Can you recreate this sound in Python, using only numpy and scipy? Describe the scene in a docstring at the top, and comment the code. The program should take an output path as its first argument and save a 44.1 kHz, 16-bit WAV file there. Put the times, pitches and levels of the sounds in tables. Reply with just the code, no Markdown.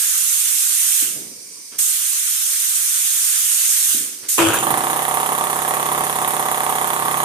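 """Spray gun and compressor in a garage

A paint spray gun hisses in two pulls, a brief spurt and a long gentle pass: jet noise shaped by trigger curves.
A fitting leaks as noise with fuzzy whistles; between pulls the painter shuffles in scuffs and modal thuds.
Then a piston compressor jolts, runs up and knocks: a crank phase times impulses into resonators,
crank orders and pulsed intake noise. Two close microphone ports, left and right, pick it all up.
"""
import sys
import numpy as np
from scipy import signal
from scipy.fft import rfft, irfft
from scipy.io import wavfile
from scipy.ndimage import uniform_filter1d, minimum_filter1d

SR = 44100
rng = np.random.default_rng(int(sys.argv[2]) if len(sys.argv) > 2 else 0)


def transcribe(signal):
    """Save signal, clipped to [-1, 1], as a 16-bit WAV file at the path in sys.argv[1]."""
    frames = np.atleast_2d(signal).T
    limited = np.clip(frames, -1, 1)
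    pcm = np.round(limited * 32767).astype(np.int16)
    wavfile.write(sys.argv[1], SR, pcm)


N = 319284  # samples

# Blows in one crank turn: [share of a turn, low knock level/dB, valve tick level/dB, body swell level/dB]
BLOWS = [(-.018, 0, -1, 0), (.07, -9, -15, -4), (.47, -3, -3.5, -1), (.565, -6, -12, -2.5)]
LAG = 10  # samples by which the compressor reaches the left port later
MOTOR_S = 4.38  # the motor starts
TURNS_PER_S = 16.7389  # running speed of the crank


def gain_of(db):
    """Logarithmic level law: decibels to amplitude gain."""
    return 10 ** (np.asarray(db) / 20)


def evened(x):
    """Energy normalization: scales to rms 1."""
    return x / np.sqrt(np.mean(x ** 2) + 1e-20)


def smoothed_twice(x, size):
    """Low-pass smoothing by two running means along time."""
    return uniform_filter1d(uniform_filter1d(x, size=size), size=size)


def read(points, hz):
    """Interpolation of a spectrum table on a logarithmic frequency axis."""
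    f, value = np.transpose(points)
    return np.interp(np.log(hz + 1), np.log(f + 1), value)


def follow(rows, outside=-140.):
    """Linear interpolation in time: each column of a curve at every sample."""
    s, *columns = np.transpose(rows)
    return [np.interp(np.arange(N) / SR, s, c, outside, outside) for c in columns]


def hiss(tone, balance, same, lag=0, patchy_db=1.5, size=512):
    """Partially coherent noise at two ports: coloured random spectra with slowly drifting patches."""
    hz = np.fft.rfftfreq(size, 1 / SR)
    a, b, c, d, patches = rng.standard_normal((N // (size // 4) + 5, len(hz), 5)).T
    patches = uniform_filter1d(patches, size=6, axis=0)  # over frequency
    patches = evened(uniform_filter1d(patches, size=16, axis=1))  # over time
    like = np.clip(read(same, hz), -1, 1)[:, None]
    left = a + 1j * b
    lead = np.exp(2j * np.pi * hz * lag / SR)[:, None]
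    right = like * left * lead + np.sqrt(1 - like ** 2) * (c + 1j * d)
    half = read(balance, hz)[:, None] / 2
    spread = np.array([gain_of(half), gain_of(-half)])
    z = np.array([left, right]) * spread / np.sqrt((spread ** 2).mean(0))
    z *= gain_of(read(tone, hz)[:, None] + patchy_db * patches)
    return evened(signal.istft(z, nperseg=size, noverlap=3 * size // 4)[1][:, :N])


def ring(modes, rise_s=0.00048):
    """Modal impulse response: damped sines of (f/Hz, width/Hz, level/dB), 3000 samples long."""
    t = np.arange(3000) / SR
    rings = sum(gain_of(db) * np.exp(-np.pi * width * t) * np.sin(2 * np.pi * hz * t) for hz, width, db in modes)
    return rings * np.sin(np.pi / 2 * np.minimum(t / rise_s, 1)) ** 2


def garage(x, wet_db):
    """Room reverberation: direct sound, right port first, with sparse reflections decaying band by band."""
    # Reverberation time: [f/Hz, t60/s]; the tail is cut at 0.5 s
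    decay_times = [(200, 0.42), (1000, 1), (4000, 0.33), (12000, 0.28)]
    taps = np.zeros((2, SR // 2))
    at = np.arange(200, SR // 2 - 20, 20) + rng.integers(0, 20, (2, (SR // 2 - 201) // 20))
    np.put_along_axis(taps, at, rng.choice([-1., 1.], at.shape), 1)
    taps[1] = 0.43 * taps[0] + 0.39 * taps[1]  # close ports share much of the tail
    hz, t, z = signal.stft(taps, SR, nperseg=256)
    tail = signal.istft(z * gain_of(-60 * t / read(decay_times, hz)[:, None]), SR, nperseg=256)[1]
    tail *= gain_of(wet_db) / np.linalg.norm(tail[0])
    tail[0, LAG] += 1
    tail[1, 0] += 1
    return signal.fftconvolve(x[None], tail, axes=1)[:, :N]


def leak():
    """Turbulence and edge tones: a hose fitting hisses thinly, with noise-driven resonances as whistles."""
    # Relative spectrum of the air: [f/Hz, level/dB]
    leak_tone = [(530, -45), (900, -19), (1150, -27), (1410, -34), (2230, -24), (3300, -34), (4300, -15),
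                 (5580, -9), (6430, -16), (8330, -12), (9040, -7), (10100, -19), (14000, -24), (15000, -39)]
    # Port balance: [f/Hz, left minus right level/dB]
    leak_balance = [(60, 12), (110, 11), (200, 17), (380, 18), (700, 9), (1290, -5), (2380, -10),
                    (4400, -10), (8120, -28), (15000, -81)]
    # Edge tones: [f/Hz, width/Hz, relative level/dB]
    edge_tones = [(2280, 120, -7), (4840, 74, -3), (5420, 80, -2), (6080, 47, 0), (6750, 110, -5),
                  (7670, 180, -4), (8050, 89, -4), (8700, 79, 0), (9290, 44, -1), (9570, 79, -1)]
    air = hiss(leak_tone, leak_balance, [(1000, 0.28), (9000, 0.079)], patchy_db=2.0)
    whistles = signal.oaconvolve(rng.standard_normal((2, N)), ring(edge_tones)[None])[:, :N]
    running = np.arange(N) > MOTOR_S * SR
    level_db = -40 - 8 * running  # fainter once the motor runs
    return gain_of(level_db) * (air + evened(whistles))


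def painter():
    """Friction noise: feet, hose and cloth scuff lumpily; each scuff swells, fades and stops."""
    # Scuffs: [t/s, level/dB, fade/(dB/s), length/s, scrape over that level/dB]
    scuffs = [(1.024, -43, 50, .3, -20), (1.166, -43, 60, .65, -22), (1.4, -62, 3, .4, -10),
              (1.575, -57, 200, .1, -10), (1.725, -50, 80, .045, 6), (1.8, -52, 100, .015, -5),
              (3.945, -44, 40, .35, -20), (4.235, -49, 60, .055, 5)]
    # Relative spectrum of the low shuffle: [f/Hz, level/dB]
    shuffle_tone = [(15, -46), (25, -28), (182, 2.5), (378, 4.5), (687, -4.5), (900, -16), (1500, -22),
                    (3250, -58), (5500, -120)]
    # Relative spectrum of the dragging hose: [f/Hz, level/dB]
    scrape_tone = [(500, -30), (900, -6), (1400, -2), (2500, -4), (3800, -5), (5500, -8), (7000, -40)]
    rise_s, end_s = .02, .025
    t, level, drag = np.arange(N) / SR, 0, 0
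    for s, db, fade, length, scrape_db in scuffs:
        edges = np.clip(1 + (t - s) / rise_s, 0, 1) * np.clip(1 + (s + length - t) / end_s, 0, 1)
        scuff = edges ** 2 * gain_of(db - fade * np.maximum(t - s, 0))
        level = level + scuff
        drag = drag + scuff * gain_of(scrape_db)
    lumps_db = 1.45 * evened(uniform_filter1d(rng.standard_normal(N), size=250))
    lumps = evened(gain_of(lumps_db))
    even, same = [(100, 0), (2000, 0)], [(200, 0.82), (1200, 0.27)]
    return lumps * (level * hiss(shuffle_tone, even, same, size=1024) + drag * hiss(scrape_tone, even, same))


def thuds():
    """Single-mode impact: dull blows as the trigger drops and feet land, each on one low resonance."""
    # Blows: [t/s, level/dB, f/Hz, width/Hz]
    dull_blows = [(1.024, -30, 290, 35), (1.08, -36, 310, 30), (1.166, -23, 450, 220),
                  (1.177, -30, 330, 90), (1.193, -31, 380, 70), (3.944, -27, 320, 60),
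                  (3.946, -27, 230, 50), (3.968, -31, 300, 45), (4.005, -31, 290, 30),
                  (4.228, -34, 220, 80)]
    out = np.zeros(N + 3000)
    for s, db, hz, width in dull_blows:
        out[round(s * SR):][:3000] += ring([(hz, width, db)], rise_s=.003)
    return garage(out[:N], wet_db=-4)


def whine(rows, size):
    """Narrow-band noise: slow random quadrature components carried on a gliding pitch."""
    level_db, hz = follow(rows)
    fuzz = evened(smoothed_twice(rng.standard_normal((2, 2, N)), size))
    fuzz[:, 1] = .8 * fuzz[:, 0] + .6 * fuzz[:, 1]  # the ports share most of it
    phase = 2 * np.pi * np.cumsum(np.maximum(hz, 0)) / SR
    return gain_of(level_db) * (fuzz[0] * np.cos(phase) + fuzz[1] * np.sin(phase))


def motor_strain():
    """Narrow-band tones of belt, motor and frame: three fuzzy pitches follow the run-up."""
    # The belt slips as the motor pulls up: [t/s, level/dB, f/Hz]
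    belt_slip = [(4.40, -44, 1154), (4.43, -27, 1220), (4.5, -26, 1397), (4.56, -26, 1542),
                 (4.6, -44, 1630)]
    # The motor strains: [t/s, level/dB, f/Hz]
    motor_groan = [(4.40, -55, 100), (4.43, -36, 102), (4.49, -33, 106), (4.54, -44, 110), (4.72, -40, 115),
                   (4.9, -60, 120)]
    # The frame keeps shaking: [t/s, level/dB, f/Hz]
    frame_shudder = [(4.5, -45, 332), (4.58, -35, 332), (4.68, -35, 332), (4.85, -39, 334), (5.0, -50, 335)]
    return whine(belt_slip, size=90) + whine(motor_groan, size=1500) + whine(frame_shudder, size=500)


def start():
    """Impulse excitation: the motor's jolt rings the frame, which then rattles in quick uneven taps."""
    # Frame modes: [f/Hz, relative level/dB, t60/s]
    frame_modes = [(330, 11, 0.19), (574, -30, 0.3), (966, -7, 0.2), (1110, -22, 0.3), (1290, -10, 0.13),
                   (1350, -22, 0.11), (1857, -16, 0.12), (2250, -12, 0.1), (2471, -12, 0.1),
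                   (3042, -9, 0.08)]
    # Relative spectrum of the rattle: [f/Hz, level/dB]
    rattle_tone = [(35, -66), (60, -42), (104, -19), (195, -18), (330, -9), (450, -12), (583, -7),
                   (720, -12), (971, -4), (1300, -9), (2170, -17), (2590, -10), (3150, -12), (3900, -23),
                   (5500, -27), (7000, -19), (9500, -19), (14300, -26)]
    kick = np.zeros(N)
    kick[round(4.382 * SR)] = gain_of(-16)
    low, *high = [(hz, 2.2 / t60, db) for hz, db, t60 in frame_modes]  # width from decay time
    frame = ring([low], rise_s=.022) + ring(high)  # the lowest mode builds up slowly

    taps_db = 2.4 * evened(uniform_filter1d(rng.standard_normal(N), size=90))
    shake = evened(gain_of(taps_db)) * hiss(rattle_tone, [(300, -1), (5000, -1.3)], [(300, 0.83), (3000, 0.098)])
    rattle_s, rise_s, rattle_db, fade = 4.374, .009, -13.5, 38  # s, s, dB, dB per s
    settle_s, settle_fade = 4.57, 110  # from here this many dB per s more
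    since = np.maximum(np.arange(N) / SR - rattle_s, 0)
    fade_db = fade * since + settle_fade * np.maximum(since + rattle_s - settle_s, 0)
    level = np.minimum(since / rise_s, 1) ** 2 * gain_of(rattle_db - fade_db)
    return garage(signal.oaconvolve(kick, frame)[:N], wet_db=0.5) + level * shake


def snaps():
    """Impulse excitation of small bodies: switch and valve parts snap in the run-up."""
    # Snaps: [t/s, level/dB]
    snap_times = [(4.382, -7), (4.486, -6), (4.588, -8), (4.609, -14), (4.632, -13)]
    # Modes of the parts: [f/Hz, width/Hz, relative level/dB]
    snap_modes = [(3150, 250, -4), (6900, 260, 0), (9500, 350, -2), (13200, 700, -6)]
    hits = np.zeros(N)
    for s, db in snap_times:
        hits[round(s * SR)] = gain_of(db)
    return garage(signal.oaconvolve(hits, ring(snap_modes))[:N], wet_db=-6)


def crank():
    """Rotational inertia: the crank phase in turns lags behind the motor, then locks to running speed."""
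    lost_s = .1951  # time lost to the run-up
    catch_turns, catch_s, catch_shape, rest_turns = 2.1424, .2074, 1.543, -.8
    wander_turns = .0022  # the belt lets the crank wander
    since = np.maximum(np.arange(N) / SR - MOTOR_S, 0)
    turns = TURNS_PER_S * (since - lost_s) + catch_turns * np.exp(-(since / catch_s) ** catch_shape)
    wander = evened(smoothed_twice(rng.standard_normal(N), 1500))
    return np.maximum.accumulate(np.maximum(turns + wander_turns * wander, rest_turns))  # never turns back


def order_levels():
    """Fourier series of a rotating machine: multiples of the crank speed and their relative dB."""
    # Envelope of the crank orders: [f/Hz, level/dB]
    order_tone = [(17, -40), (60, -28), (130, -16), (330, -13), (480, -11), (560, -16), (720, -12),
                  (850, -11), (1100, -7), (1310, -13)]
    # Orders that the frame favours or swallows: [multiple of crank speed, level/dB]
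    proud_orders = [(8, -10), (10, -9), (14, -10), (20, -11), (23, -9), (26, -9), (30, -9), (33, -24),
                    (36, -6), (44, -1), (46, -2), (48, -3), (49, -18), (52, -4), (55, -1), (63, -4),
                    (66, -1), (70, -3)]
    k = np.arange(1, 78 + 1)
    odd_db = -6 * (k % 2) * (k < 32)  # two knocks a turn weaken the low odd orders
    db = read(order_tone, k * TURNS_PER_S) + odd_db
    for multiple, proud_db in proud_orders:
        db[multiple - 1] = proud_db
    return k, db


def drifting(x, drift_db):
    """Slow modulation in narrow bands: groups of orders wax and wane at constant overall energy."""
    z = signal.stft(x, nperseg=1024)[2]
    patches = uniform_filter1d(rng.standard_normal(z.shape[1:]), size=2, axis=0)
    patches = evened(uniform_filter1d(patches, size=14, axis=1))
    varied = signal.istft(z * gain_of(drift_db * patches), nperseg=1024)[1][:, :N]
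    return evened(varied) * np.std(x)


def drone(turns, load):
    """Periodic excitation: each half turn replays a burst whose spectrum is the crank orders."""
    # Evenness of order groups: [highest multiple, level between knocks as a gain]
    burst_floors = [(18, 1.2), (36, .6), (78, .4)]
    turn_len = 2636  # samples in one turn at running speed
    swell_turns, ring_turns, ring_share = .03, .12, .3  # a blow swells the body, some ringing stays
    (k, db), share = order_levels(), np.arange(turn_len) / turn_len
    # The stored turn starts just before a knock
    since = np.array([(share - .075 - at + .5) % 1 - .5 for at, *_ in BLOWS])
    swells = np.exp(-(since / np.where(since < 0, swell_turns / 2, swell_turns)) ** 2)
    swells += ring_share * (since > 0) * np.exp(-abs(since) / ring_turns)
    burst = gain_of([swell_db for *_, swell_db in BLOWS]) @ swells

    orders, below = np.zeros(turn_len // 2 + 1, complex), 0
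    for up_to, floor in burst_floors:
        group, wave = np.zeros_like(orders), rng.standard_normal(turn_len)
        pick = (k > below) & (k <= up_to)
        for _ in range(6):  # phases of noise under the bursts, sizes of the orders
            phase = np.angle(rfft(wave * (floor + burst))[k[pick]])
            group[k[pick]] = gain_of(db[pick]) * np.exp(1j * phase)
            wave = irfft(group, turn_len)
            wave /= np.sqrt(uniform_filter1d(wave ** 2, size=turn_len // up_to * 4, mode="wrap"))
        orders, below = orders + group, up_to

    high = np.minimum(np.arange(len(orders)) / 45, 1)
    apart = np.exp(.55j * high * rng.standard_normal(len(orders)))  # the ports drift apart in phase with pitch
    left, right = orders * apart * gain_of(2.5 * high), orders * gain_of(7.0 * high)  # the right faces the pump
    ports = irfft([left, right], turn_len)
    ports = evened(np.array([np.roll(ports[0], LAG), ports[1]]))

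    length = turn_len // 2 + 132  # half turns overlap in crossfades
    fade, out = signal.windows.tukey(length, 264 / length), np.zeros((2, N))
    for half in (0, .5):
        at = np.flatnonzero(np.diff(np.floor(turns + .075 - half)) > 0)
        strokes = np.zeros(N)
        strokes[at] = load[at] * gain_of(.9 * rng.standard_normal(len(at)))
        stroke_wave = np.roll(ports, -round(half * turn_len), 1)[:, :length] * fade
        out += signal.oaconvolve(strokes[None], stroke_wave, axes=1)[:, :N]
    return drifting(out, 1.5)


def compressor():
    """Crank-timed impacts and pulsating flow: knocks, valve ticks and air sucked in after the second knock."""
    # Load curve: [t/s, relative load level/dB, relative intake hiss over the load/dB]
    pump_load = [(4.45, -33, 10), (4.62, -24.5, 5), (4.7, -19, 2), (4.85, -22.5, 1), (7.25, -22.5, 0)]
    # Casing modes: [f/Hz, width/Hz, relative level/dB]
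    casing_modes = [(830, 200, -10), (1120, 220, -9), (1500, 260, 0), (1740, 230, 2.5), (1930, 230, 1.5),
                    (2530, 120, -9), (3400, 400, 3)]
    # Valve modes: [f/Hz, width/Hz, relative level/dB]
    valve_modes = [(9670, 330, 4), (12900, 740, -5), (13500, 570, 1), (14300, 500, -1)]
    # Relative spectrum of the intake: [f/Hz, level/dB]
    intake_tone = [(4410, -40), (7000, -4), (7740, -12), (8750, -8), (9450, 6), (10000, 3), (10900, 3),
                   (11600, -11), (12500, 3), (13300, -3), (14100, -2), (14700, 4), (15000, 1)]
    # Relative spectrum of tank, belt and frame: [f/Hz, level/dB]
    rumble_tone = [(25, -14), (60, -24), (120, -18), (250, -18), (400, -13), (560, -19), (760, -7),
                   (1100, 0), (1350, -6), (1900, -7), (2500, -14), (3400, -12.5), (4500, -20), (5600, -30),
                   (7000, -50)]
    # Port balance of the rumble: [f/Hz, left minus right level/dB]
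    rumble_balance = [(100, 3), (500, 2.5), (1000, -3.5), (2000, -8.5), (3500, 4.5), (5500, 8)]
    # Likeness of the ports in the rumble: [f/Hz, coherence]
    rumble_likeness = [(60, .6), (250, .7), (500, .55), (1000, .6), (1500, .3), (4000, .15)]
    turns = crank()
    load_db, intake_db = follow(pump_load)
    load = gain_of(load_db)

    knocks, ticks = np.zeros(N), np.zeros(N)
    for share, knock_db, tick_db, _ in BLOWS:
        at = np.flatnonzero(np.diff(np.floor(turns - share)) > 0)
        uneven = rng.standard_normal((len(at), 2))
        knocks[at] += gain_of(knock_db + 1.7 * uneven[:, 0]) * load[at]
        ticks[at] += gain_of(tick_db + 1.5 * uneven[:, 1]) * load[at]
    no_bass = signal.butter(3, 700, "high", fs=SR, output="sos")  # a small casing sends out no bass
    clack = signal.sosfilt(no_bass, ring(casing_modes, rise_s=.0007))
    casing = gain_of([[5], [6]]) * garage(signal.oaconvolve(knocks, clack)[:N], wet_db=-9)
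    valves = garage(signal.oaconvolve(ticks, ring(valve_modes))[:N], wet_db=-4)
    valves = gain_of(13.6) * valves * gain_of([[-18], [0]])  # mostly at the right port

    since = (turns - .47) % 1  # turns since the second knock
    suction = gain_of(-16.) + .85 * np.exp(-(since / 0.37) ** 4)  # flow dies away as the cylinder fills
    suction += .38 * np.exp(-((since - .7) / .17) ** 2)  # a weaker second swell
    gulp = gain_of(1.3 * rng.standard_normal(60))[np.floor(turns - .47).astype(int)]  # each turn differs
    air = hiss(intake_tone, [(8000, 0), (10000, -22)], [(8000, 0.089), (14000, 0.09)], patchy_db=2.2)
    intake = load * gain_of(intake_db + 2.3) * suction * gulp * air

    throb = .55 + np.exp(-((2 * turns + .07) % 1) / .3)  # louder just after each knock
    rumble = throb * hiss(rumble_tone, rumble_balance, rumble_likeness, lag=LAG, size=1024)
    body = gain_of(.5) * drone(turns, load) + gain_of(-5.5) * load * rumble
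    return casing + valves + intake + body


def gun():
    """Turbulent jet noise: the low part starts thin at each opening, then fills in; the long pass is duller."""
    # Relative spectrum of the jet: [f/Hz, level/dB]
    jet_tone = [(500, -50), (823, -32), (1050, -23), (1450, -18), (2200, -16), (3460, -11.5), (4740, -12.5),
                (6670, -2), (7680, -3.5), (8610, 1), (10100, -3.5), (13800, -6.5), (15000, -6.5)]
    # Port balance of the jet: [f/Hz, left minus right level/dB]
    jet_balance = [(60, 3.5), (99, -11), (160, 5), (270, -1), (450, 30), (740, 15.5), (1220, -1), (2010, 5),
                   (3330, 0.5), (5500, 12.5), (9080, -9), (15000, -5.5)]
    # Likeness of the ports in the jet: [f/Hz, coherence]
    jet_likeness = [(60, -0.11), (380, -0.082), (2380, 0.062), (15000, 0.0062)]
    # Trigger pulls: [open t/s, let go t/s, early level/dB, late level/dB, fade/(dB/s), left minus right level/dB]
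    pulls = [(-0.6, 1.03, -16.5, -14.5, 92, -2.5), (1.781, 3.94, -18.5, -13.5, 85, -1.5),
             (4.281, 4.345, -20.5, -18.5, 90, 0)]
    open_s, spurt_db, spurt_s = .008, 6, .15  # the valve snaps open and the hose pressure spurts out
    dull_db, thin_db, thin_s = 1.5, -11, .08  # added below 4 kHz; the first rush is thin
    puff_db, puff_s = 5, .015  # a short full-bodied puff leads it
    linger = .85  # the low part fades at this share of the rate
    seep_db, seep_dull_db = -42, 4  # what seeps with the trigger at rest
    pass_s, pass_db, pass_dull_db, pass_lean_db = 4.38, -29.5, 8, -4.5  # the gentle long pass

    t = np.arange(N) / SR
    jet = hiss(jet_tone, jet_balance, jet_likeness, patchy_db=1.35)
    low = signal.sosfiltfilt(signal.butter(2, 4000, fs=SR, output="sos"), jet)
    side = np.array([[.5], [-.5]])  # left, right
    passing = np.clip((t - pass_s) / .2, 0, 1) * gain_of(pass_db + side * pass_lean_db)
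    seep = gain_of(seep_db) * np.ones((2, N))
    bright = passing ** 2 + seep ** 2  # powers of separate flows add
    dull = (passing * gain_of(pass_dull_db)) ** 2 + (seep * gain_of(seep_dull_db)) ** 2
    for opened, shut, early_db, late_db, fade, lean_db in pulls:
        since, released = np.maximum(t - opened, 0), np.maximum(t - shut, 0)
        flow_db = np.interp(t, [opened, shut], [early_db, late_db]) + spurt_db * np.exp(-since / spurt_s)
        flow = np.minimum(since / open_s, 1) ** 2 * gain_of(flow_db - fade * released + side * lean_db)
        bright = bright + flow ** 2
        body_db = dull_db + thin_db * np.exp(-since / thin_s) + (puff_db - thin_db) * np.exp(-since / puff_s)
        linger_db = (1 - linger) * fade * released
        dull = dull + (flow * gain_of(body_db + linger_db)) ** 2
    flutter_db = 0.27 * evened(uniform_filter1d(rng.standard_normal(N), size=500))
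    return gain_of(flutter_db) * (np.sqrt(bright) * (jet - low) + np.sqrt(dull) * low)


def scene():
    """Superposition of all sources at the two ports; the hiss of gun and leak is kept above about 950 Hz."""
    high_pass = signal.butter(8, 950, "high", fs=SR, output="sos")
    air = signal.sosfilt(high_pass, leak() + gun())
    return air + painter() + thuds() + motor_strain() + start() + snaps() + compressor()


def record(dry):
    """Linear filtering and gain control: bass and top treble roll off, a limiter holds peaks, then a band limit."""
    port_hz, edge_hz = 14520, 15881
    peak, grab_s = .95, .003  # the limiter's ceiling and its speed
    heard = signal.sosfilt(signal.butter(2, 70, "high", fs=SR, output="sos"), dry)
    heard = signal.oaconvolve(heard, signal.firwin(801, port_hz, window=("kaiser", 5), fs=SR)[None], "same")
    span = round(grab_s * SR)
    room = minimum_filter1d(peak / np.maximum(abs(heard), peak), size=2 * span + 1)
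    heard = heard * smoothed_twice(room, span)
    return signal.oaconvolve(heard, signal.firwin(511, edge_hz, window=("kaiser", 9), fs=SR)[None], "same")


dry = scene()
out = record(dry)
transcribe(out)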